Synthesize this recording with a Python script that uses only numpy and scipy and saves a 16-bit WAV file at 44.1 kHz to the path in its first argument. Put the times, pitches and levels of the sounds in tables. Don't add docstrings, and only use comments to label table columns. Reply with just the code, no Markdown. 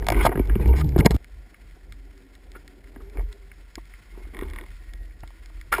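import sys
import numpy as np
from scipy import signal
from scipy.fft import rfft, irfft, next_fast_len
from scipy.io import wavfile
from scipy.ndimage import uniform_filter1d, map_coordinates

SR = 44100
rng = np.random.default_rng(int(sys.argv[2]) if len(sys.argv) > 2 else 0)


def to_wav(s):
    ch = np.atleast_2d(s).T
    pcm = np.round(np.clip(ch, -1, 1) * 32767)
    wavfile.write(sys.argv[1], SR, pcm.astype(np.int16))


def rack_gain(trim_db):
    fader = np.asarray(trim_db, float)
    return 10 ** (fader / 20)


N = 255780
CUT_S = 1.1655
CONTACT_LENGTH = SR // 16

# (time [s], level [dB], half width of the rise [s])
SWELLS = [(0.021, -26.5, 0.13), (.196, -16, 0.029), (.295, -20, 0.016), (.414, -17, .025),
          (.526, -17.5, 0.035), (.63, -16.5, 0.054), (.705, -19.5, 0.025), (.81, -22.5, 0.039),
          (.9, -25.5, .04), (1.004, -19.5, 0.049), (1.135, -20.5, .03), (1.23, -45, 0.045),
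          (1.373, -40.5, 0.046), (1.48, -45.5, 0.028), (1.63, -46.5, 0.024), (1.72, -44.5, 0.032),
          (1.89, -41, 0.051), (2.02, -44, 0.075), (2.17, -52, 0.043), (2.33, -50.5, .04),
          (2.53, -42.5, 0.069), (2.72, -51, 0.071), (2.87, -45.5, 0.029), (3.05, -39, 0.074),
          (3.205, -23.5, 0.024), (3.27, -32, 0.022), (3.44, -43, .05), (3.63, -46.5, 0.053),
          (3.8, -40.5, 0.029), (3.94, -44, 0.038), (4.13, -41, 0.031), (4.276, -35.5, 0.049),
          (4.45, -28, 0.049), (4.56, -33, 0.038), (4.731, -38, 0.061), (4.89, -38, 0.024),
          (5.0, -38, 0.081), (5.256, -42.5, 0.053), (5.44, -42, 0.046), (5.577, -38, 0.046),
          (5.78, -35, 0.081)]
# (time [s], central pitch [Hz])
BOOM_PITCH = [(0, 48.5), (.4, 47.78), (.42, 43.54), (.52, 45.7), (.64, 56.64), (.85, 74.07), (.97, 59.44),
              (1.165, 58.05), (1.17, 43.9), (5.8, 43)]
# (time [s], relative level [dB], low pitch [Hz], upper pitch [Hz], upper over low [dB])
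BLOWS = [(0.249, -22, 230, 560, 1), (0.292, -29, 110, 357, 8.5), (.355, -23.5, 162, 396, -1.5),
         (.377, -25, 297, 344, 2.5), (0.398, -16, 270, 355, -2), (.501, -29.5, 285, 325, -15),
         (0.558, -17.5, 205, 353, -2), (0.605, -24, 118, 336, -17), (0.658, -22, 121, 302, -2.5),
         (0.688, -34, 111, 344, -4), (0.737, -34.5, 135, 394, 4), (0.962, -12.5, 147, 350, -0.3),
         (.991, -5.5, 110, 273, -8), (0.996, -8, 131, 294, -25), (1.005, -16, 168, 394, -18),
         (1.052, -14.5, 137, 286, 1), (1.106, -16.5, 157, 413, -5), (1.145, -23.5, 272, 283, -10.5),
         (2.561, -50.5, 285, 366, 6.5), (2.965, -42, 266, 302, -4.5), (3.005, -45.5, 268.4, 370, 1.5),
         (3.154, -46.5, 289, 291, 0), (3.184, -34, 109.6, 415, 0), (3.777, -44, 280, 324, 8),
         (4.176, -47, 288, 370, 7.5), (4.268, -51, 302, 318, 2), (4.423, -32, 287, 367, 5.5),
         (5.231, -37, 111.4, 314, -8)]
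# (time [s], relative level [dB], low pitch [Hz], upper pitch [Hz], upper over low [dB])
HARDEST_BLOW = (1.0603, -1.2, 205, 440, -4)
# (frequency [Hz], relative level [dB], time to fade by 60 dB [s])
HOUSING_MODES = [(520, -0.5, 0.025), (700, 3, 0.017), (920, -2, 0.037), (1060, 0.5, 0.019),
                 (1220, -3.5, 0.032), (1400, -6, .03), (1650, -1, 0.023), (1890, -3.5, .025),
                 (2140, -0.5, 0.017), (2300, -7, 0.024), (2834, -2, 0.011), (3440, 8, 0.0071),
                 (4140, 4.5, 0.008), (4995, 8, 0.0052), (5410, 2.5, 0.0084)]
# (time [s], relative level [dB], low-mode boost [dB], high-mode boost [dB], strongest frequency [Hz])
KNOCKS = [(.0243, -34, 2, -15, 1820), (.0442, -41, 3, -5, 2300), (.0672, -24.5, 5, -1.1, 2250),
          (.0857, -12, 1, -3, 2370), (.1017, -17, 5, -5.5, 2270), (.1221, -20.5, 7, -6.5, 2150),
          (.1446, -22, -11, -38, 2150), (.2507, -19, 8.5, -27, 1220), (.2547, -19, -15, -6, 1300),
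          (.2604, -19, 5.5, -11, 1300), (.2644, -16.5, 11, -6.5, 1300), (.2685, -20, 7.5, -8, 2140),
          (.2922, -25.5, 1.5, -17.5, 1860), (.3172, -30.5, 10, -34, 1670), (.3254, -32, 9.5, -24, 1860),
          (.3561, -25, -5, -35, 1650), (.3745, -28, 3.5, -22, 1890), (.394, -27.5, 3.5, -16, 2340),
          (.4968, -24.5, -8, -27.5, 1710), (.5546, -25.5, -7, -17, 2480), (.6584, -30.5, 5, -29, 2440),
          (.7377, -36, 11, -19, 1850), (.9612, -34, 13.5, -14, 1620), (.9801, -30.5, 7, -2.5, 1590),
          (1.0024, -26, -14, -12.5, 1300), (1.0066, -19, -18.5, -23.5, 2150), (1.0605, -8.5, -1.5, 5, 2023),
          (1.0628, -15.5, 6, -11, 1660), (1.0713, -33, 13, -16, 2070), (1.1079, -24.5, 0, 5, 2050),
          (1.1153, -30.5, 6.5, 1.5, 2070), (1.1423, -42.5, 9, -4, 1320), (1.163, -35, 7, -0.3, 1300),
          (2.9607, -39.5, -0.5, -32, 1730), (3.1717, -35.5, -3, -15, 2280), (3.1936, -39, 5.5, -15, 2050),
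          (3.2077, -46, 8.5, -17, 1310), (3.7813, -43.5, 7, -28, 1060), (4.2517, -44.5, -4, -21, 2110),
          (5.2335, -38, 5.5, -35, 1400), (5.3044, -52, 8, 0, 1060), (5.4992, -51, 6, -19, 1060),
          (5.7244, -50, -25, -4, 1230), (5.7399, -21.5, -34, -15.5, 1410), (5.7823, -20.5, 3, -15, 900)]
# (time [s], relative level [dB], high-mode boost [dB], strongest frequency [Hz], contact time [s])
SCRAPE_EVENTS = [(.125, -39, -10, 2130, 0.089), (.165, -31, -6, 600, 0.053),
                 (.2039, -27, -24, 1400, 0.0069), (0.224, -24.5, -1.5, 1530, 0.04),
                 (0.2502, -17.5, 0, 1200, .019), (.3174, -25.5, -34, 816, 0.014),
                 (0.4985, -37, -28, 1820, 0.036), (.6044, -35, -7, 1800, 0.028),
                 (.6888, -52, -13, 2180, .014), (0.754, -31, 1.5, 2020, 0.077),
                 (0.777, -29.5, -7, 740, 0.028), (.8069, -26.5, -4, 1220, 0.0085),
                 (0.9846, -26, 0.5, 1400, 0.01), (.9962, -26, -8, 920, .008),
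                 (1.0466, -26, -7, 700, 0.0049), (1.0537, -16, 2, 1060, 0.011),
                 (1.1032, -28, -3, 700, 0.019), (1.1417, -38, 1, 1290, 0.013),
                 (2.5476, -34.5, -31, 1400, 0.013), (2.5612, -40, -10, 1400, 0.0098),
                 (2.998, -45.5, -24, 1100, 0.015), (3.148, -48, -26, 1100, .014),
                 (3.176, -40.5, -26, 2050, 0.012), (3.187, -46, -25, 920, .025),
                 (4.1394, -48, -19, 1060, 0.026), (4.1626, -45.5, -16, 776, 0.043),
                 (4.4196, -36, -26, 1156, 0.011), (5.719, -18.5, -12.5, 1220, 0.017),
                 (5.723, -12, -13, 1400, 0.0083), (5.736, -12.5, -17, 1350, 0.0039),
                 (5.7446, -21, -10, 1400, 0.0095), (5.7614, -32, -6, 1540, 0.017),
                 (5.7866, -34, -9.5, 1240, 0.013)]
# (start time [s], length [s], low rub level [dB], bright rub level [dB])
RUB_STROKES = [(0, 0.11, -38, -54.5), (.121, 0.093, -27.5, -32.5), (0.212, 0.064, -32, -31),
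               (0.28, 0.118, -36, -50), (0.408, 0.19, -40.5, -51), (.6, 0.11, -31.5, -49),
               (0.727, 0.09, -34.5, -43), (0.829, 0.11, -41.5, -64), (0.947, 0.045, -34.5, -51.5),
               (1.003, 0.026, -25.5, -53), (1.028, .13, -45.5, -56.5), (2.923, 0.25, -60.5, -72),
               (3.147, 0.084, -48, -64), (4.121, 0.18, -60.5, -66), (4.336, 0.122, -44.5, -52),
               (4.466, 0.18, -47.5, -57), (5.721, 0.07, -41.5, -34.5)]
# (frequency [Hz], relative level [dB per Hz])
LOW_RUB_COLOUR = [(110, -67.5), (180, -4), (398, 4.5), (534, -11), (775, -15.5), (853, -8.5), (1200, -33.5),
                  (1560, -64), (2640, -120)]
# (frequency [Hz], relative level [dB per Hz])
BRIGHT_RUB_COLOUR = [(530, -33.5), (900, -5), (1130, -8), (1190, -6.5), (1400, -16), (1510, -0.5),
                     (1690, -24), (2210, -2), (2600, -19.5), (2860, -17), (4620, -35.5), (5330, -31),
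                     (5900, -44), (7670, -77.5), (13000, -120)]
# (time [s], level [dB], first pitch [Hz], pitch rise [share per s], time to fade by 60 dB [s])
RINGING_TONES = [(0.21, -28, 1400, 3.4, 0.056), (.22, -27.5, 3150, 4.2, 0.081),
                 (0.62, -37, 2480, .6, 0.078), (.684, -30, 930, .2, 0.23), (.683, -41, 2780, .3, .09),
                 (0.607, -22, 470, .3, .07), (0.691, -17.5, 450, .3, 0.067), (5.788, -12.5, 396, .3, 0.071)]
# (time [s], pitch [Hz], level before smoothing [dB])
GROAN_CURVE = [(.74, 132.1, -41), (.794, 152.4, -32.5), (.85, 152.8, -22), (.885, 143.8, -33),
               (.95, 128, -28.5)]
# (first slip [s], last slip [s], gap [s], relative mid-run level [dB])
SLIP_RUNS = [(4.347, 4.442, .0215, -30.5), (4.484, 4.6516, .0255, -34)]
STRAP_MODES = [1060, 1994, 3328]
# (time [s], relative level [dB], high-mode boost [dB])
SHRIMP_SNAPS = [(0.4558, -44, 1.5), (0.4733, -44, 0), (.678, -44, 3), (.845, -50.5, 10), (0.8915, -40.5, 5),
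                (.922, -42, -8), (1.2441, -40, -7.5), (1.5435, -37.5, -22), (1.7105, -47, -5.5),
                (1.923, -37.5, -2.5), (2.1779, -47, -5), (2.3521, -42.5, -1.5), (2.518, -46, 4.5),
                (2.6781, -40, -0.5), (2.8422, -46, -9), (2.8729, -47, -16), (3.0981, -49, 1.5),
                (3.3273, -43.5, 5.5), (3.516, -36, -30.5), (3.7548, -33.5, 3.5), (3.8545, -53, 3.5),
                (3.9379, -39, -24.5), (4.5, -43.5, 5), (4.7046, -48, -5), (4.8922, -46, -23),
                (4.9356, -38.5, 0.5), (5.109, -48.5, -22.5), (5.206, -51.5, 6.5), (5.2759, -46.5, 4.5),
                (5.4592, -42.5, 0.5), (5.6122, -36.5, -3.5)]
# (time [s], central pitch [Hz], central level [dB])
FAR_TONES = [
    [(1.7, 282.4, -78), (1.9, 287, -65.5), (2.48, 270.8, -61), (2.78, 276, -63.5), (2.9, 290, -64.5)],
    [(1.7, 385, -64), (2.0, 383, -65.5), (2.7, 381, -65), (3.0, 392.7, -54), (3.18, 404.4, -53.5),
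     (3.45, 400, -60), (3.7, 387, -73)],
    [(4.7, 324.3, -70.5), (5.226, 327.2, -66.5), (5.7, 315, -67.5)],
    [(4.1, 2150, -66), (4.35, 2150, -65), (4.4, 2150, -84)],
    [(4.7, 1890, -70), (5.12, 1890, -62.5), (5.18, 1890, -75), (5.72, 1880, -70)],
]
# (time [s], central murmur level [dB], central hiss level [dB])
SEA_LEVELS = [(1.2, -61.5, -62.5), (3.0, -61, -62.5), (3.6, -62.5, -60), (5.8, -62.5, -61)]
# (frequency [Hz], relative level [dB per Hz])
MURMUR_COLOUR = [(88, -37), (150, -6.5), (295, -5), (329, -4), (362, -5.5), (636, -13.5), (672, -13.5),
                 (740, -9), (801, -18.5), (1000, -21), (1300, -47), (2200, -120)]
# (frequency [Hz], relative level [dB per Hz])
HISS_COLOUR = [(530, -40), (900, -11), (1080, -8), (1280, -13.5), (1390, -2.5), (1570, -8.5), (1730, -4.5),
               (2110, -3), (2410, -9), (2600, -9), (2820, -13.5), (3190, -11), (3650, -14.5), (5330, -13.5),
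               (5900, -12), (7670, -55), (13000, -120)]


def unit(x):
    return x / np.sqrt(np.mean(x ** 2) + 1e-20)


def curves(rows, outside=None):
    s, *columns = np.transpose(rows)
    t = np.arange(N) / SR
    return [np.interp(t, s, column, outside, outside) for column in columns]


def wobble(rate):
    knots = rng.standard_normal(int(N * rate / SR) + 4)
    return map_coordinates(knots, [np.arange(N) * rate / SR])


def filtered(x, response):
    m = next_fast_len(N + 8192)
    return irfft(rfft(x, m) * response(np.fft.rfftfreq(m, 1 / SR)), m)[..., :N]


def coloured(x, spectrum):
    f, db = np.transpose(spectrum)
    return unit(filtered(x, lambda hz: rack_gain(np.interp(np.log(hz + 1), np.log(f + 1), db))))


def gritty(rate, spread_db):
    return rack_gain(spread_db * wobble(rate)) * rng.standard_normal(N)


def swaying(hz, blur_hz, share):
    turn = np.exp(2j * np.pi * np.cumsum(hz) / SR)
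    flutter = wobble(blur_hz) + 1j * wobble(blur_hz)
    return unit((turn * (1 + share * flutter)).real)


def add_at(out, s, sound):
    start = round(s * SR)
    out[start:start + len(sound)] += sound


def surge():
    t = np.arange(N) / SR
    boom_hz, = curves(BOOM_PITCH)
    rough = t < CUT_S
    lull = rack_gain(np.where(rough, -30.5, -55))
    power = np.zeros(N)
    for s, db, width in SWELLS:
        slower = np.where(t > s, 1.3, 1)
        same_part = rough == (s < CUT_S)
        power += rack_gain(2 * db) * np.exp(-((t - s) / (width * slower)) ** 2) * same_part
    boom = np.sqrt(power + (lull * rack_gain(1.2 * wobble(5.1))) ** 2)

    heave_colour = [(12, -12.5), (25, -5.5), (33, -4.5), (45, -12.5), (64, 1), (110, -31.5), (200, -80)]
    heave = coloured(rng.standard_normal(N), heave_colour)
    tone = swaying(boom_hz + 1.5 * wobble(2.8), 9.8, 0.26)

    gurgle_db = np.where(rough, -40, -65) + 0.45 * (boom_hz - boom_hz.min())
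    eddies = rack_gain(gurgle_db + wobble(13)) * (boom / lull) ** 0.24
    gurgle = coloured(gritty(30, 3.8), [(60, -30), (95, 10.5), (150, 0.5), (220, -6.0), (330, -45)])
    return boom * (tone + 0.49 * heave) + eddies * gurgle


def thumps():
    out, t = np.zeros(N + SR), np.arange(SR // 8) / SR
    start = 1 - np.exp(-t / 0.0026)
    fades = [(blow, 0.031) for blow in BLOWS]
    fades.append((HARDEST_BLOW, 0.02))
    for (s, db, low_hz, upper_hz, upper_db), t60 in fades:
        swing = np.sin(2 * np.pi * low_hz * t) + rack_gain(upper_db) * np.sin(2 * np.pi * upper_hz * t)
        add_at(out, s, -rack_gain(db + 12.5 - 60 * t / t60) * start * swing)
    return out[:N]


def contact(low_db, high_db, best_hz, focus_db, seconds=0):
    t = np.arange(CONTACT_LENGTH) / SR
    hz, db, t60 = np.transpose(HOUSING_MODES)[:, :, None]
    tilt = np.interp(np.log(hz), np.log([1100, 1300, 2806, 3400]), [low_db, 0, 0, high_db])
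    nearness = np.sum(np.exp(-(np.log(hz / best_hz) / 0.12) ** 2), 1, keepdims=True)
    db = db + tilt + rng.normal(0, 2.2, hz.shape) + focus_db * nearness
    rise = (1 - np.exp(-t * hz / 0.66)) ** 2
    ring = rise * rack_gain(-60 * t / t60) * np.sin(2 * np.pi * (hz * t + rng.random(hz.shape)))
    modes = ring
    if seconds:
        press = (1 - np.exp(-6 * t / seconds)) * np.exp(-(t / seconds) ** 3)
        noise = press * rng.standard_normal(ring.shape)
        modes = signal.fftconvolve(ring, noise, axes=1)[:, :len(t)]
    match = np.linalg.norm(ring, axis=1, keepdims=True) / np.linalg.norm(modes, axis=1, keepdims=True)
    return np.sum(rack_gain(db) * match * modes, 0)


def taps():
    out = np.zeros(N + SR)
    for s, db, low_db, high_db, hz in KNOCKS:
        add_at(out, s, rack_gain(db - 7.5) * contact(low_db, high_db, [hz, 700], 9.6))
    return out[:N]


def scrapes():
    out = np.zeros(N + SR)
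    for s, db, high_db, hz, seconds in SCRAPE_EVENTS:
        low_db = -6.5 + 10.5 * np.log2(1400 / hz)
        add_at(out, s, rack_gain(db - 6.0) * contact(low_db, high_db, [hz], 12.8, seconds))
    return out[:N]


def rub():
    low = coloured(gritty(60, 2.9), LOW_RUB_COLOUR)
    bright = coloured(gritty(150, 3.1), BRIGHT_RUB_COLOUR)
    t, out = np.arange(N) / SR, np.zeros(N)
    attack_s, release_s = 0.004, 0.012
    for s, length, low_db, bright_db in RUB_STROKES:
        press = np.interp(t, [s - attack_s, s, s + length, s + length + release_s], [0, 1, 1, 0])
        out += press * (rack_gain(low_db) * low + rack_gain(bright_db) * bright)
    return out


def ringing_tones():
    out, t = np.zeros(N + SR), np.arange(SR // 8) / SR
    start = 1 - np.exp(-t / 0.0053)
    for s, db, hz, rise, t60 in RINGING_TONES:
        ring = np.sin(2 * np.pi * hz * (t + rise * t ** 2 / 2))
        add_at(out, s, rack_gain(db - 60 * t / t60) * start * ring)
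    return out[:N]


def groan():
    hz, db = curves(GROAN_CURVE)[0], curves(GROAN_CURVE, -120)[1]
    soft = uniform_filter1d(rack_gain(db), SR // 60)
    return soft * (swaying(hz, 27, 0.24) + rack_gain(-9.5) * swaying(2 * hz, 30, 0.87))


def creak():
    out = np.zeros(N + SR)
    for first, last, gap, db in SLIP_RUNS:
        for s in np.arange(first, last + gap / 2, gap):
            arch_db = 8.5 * (2 * (s - first) / (last - first) - 1) ** 2
            slip_db = db - arch_db - 11.5 + rng.normal(0, 1.5)
            add_at(out, s, rack_gain(slip_db) * contact(-6.5, -13, STRAP_MODES, 16))
    return out[:N]


def shrimp():
    out = np.zeros(N + SR)
    for s, db, high_db in SHRIMP_SNAPS:
        add_at(out, s, rack_gain(db - 7.5) * contact(-19, high_db, [2050], 9.5))
    count = 160
    for when, size in zip(rng.random(count), rng.exponential(size=count)):
        add_at(out, when * N / SR, rack_gain(-71.5 + 1.8 * size) * contact(-17.5, -2.4, [2100], 6.5))
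    return out[:N]


def far_tones():
    out = np.zeros(N)
    for hum in FAR_TONES:
        hz, db = curves(hum)[0], curves(hum, -120)[1]
        out += rack_gain(db + 2.5 * wobble(10)) * swaying(hz + 6 * wobble(6.9), 42, 1.1)
    return out


def sea():
    murmur_db, hiss_db = curves(SEA_LEVELS)
    murmur = rack_gain(murmur_db + 1.3 * wobble(2.1)) * coloured(gritty(34, 2.3), MURMUR_COLOUR)
    hiss = rack_gain(hiss_db + 0.8 * wobble(3.6)) * coloured(gritty(90, 2.0), HISS_COLOUR)
    return murmur + hiss


def scene():
    hits = thumps() + taps() + scrapes() + ringing_tones() + creak() + shrimp()
    cut = round(CUT_S * SR)
    hits[cut:cut + SR // 30] = 0
    return (surge() + hits + rub() + groan() + far_tones() + sea())[None]


def roll_off(x):
    return signal.sosfilt(signal.butter(12, 16440, fs=SR, output="sos"), x)


def record(dry):
    clipped = dry / (1 + np.abs(dry / 0.87) ** 6) ** (1 / 6)
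    guarded = filtered(clipped, lambda hz: 1 / (1 + (hz / 5650) ** 40) / (1 + (20 / (hz + 1)) ** 4))
    sampled = signal.resample(guarded, N * 12000 // SR, axis=1)
    held = np.repeat(sampled, 4, axis=1)
    limited = filtered(signal.resample(held, N, axis=1), lambda hz: 1 / (1 + (hz / 15400) ** 50))
    return roll_off(limited)


dry = scene()
out = record(dry)
to_wav(out)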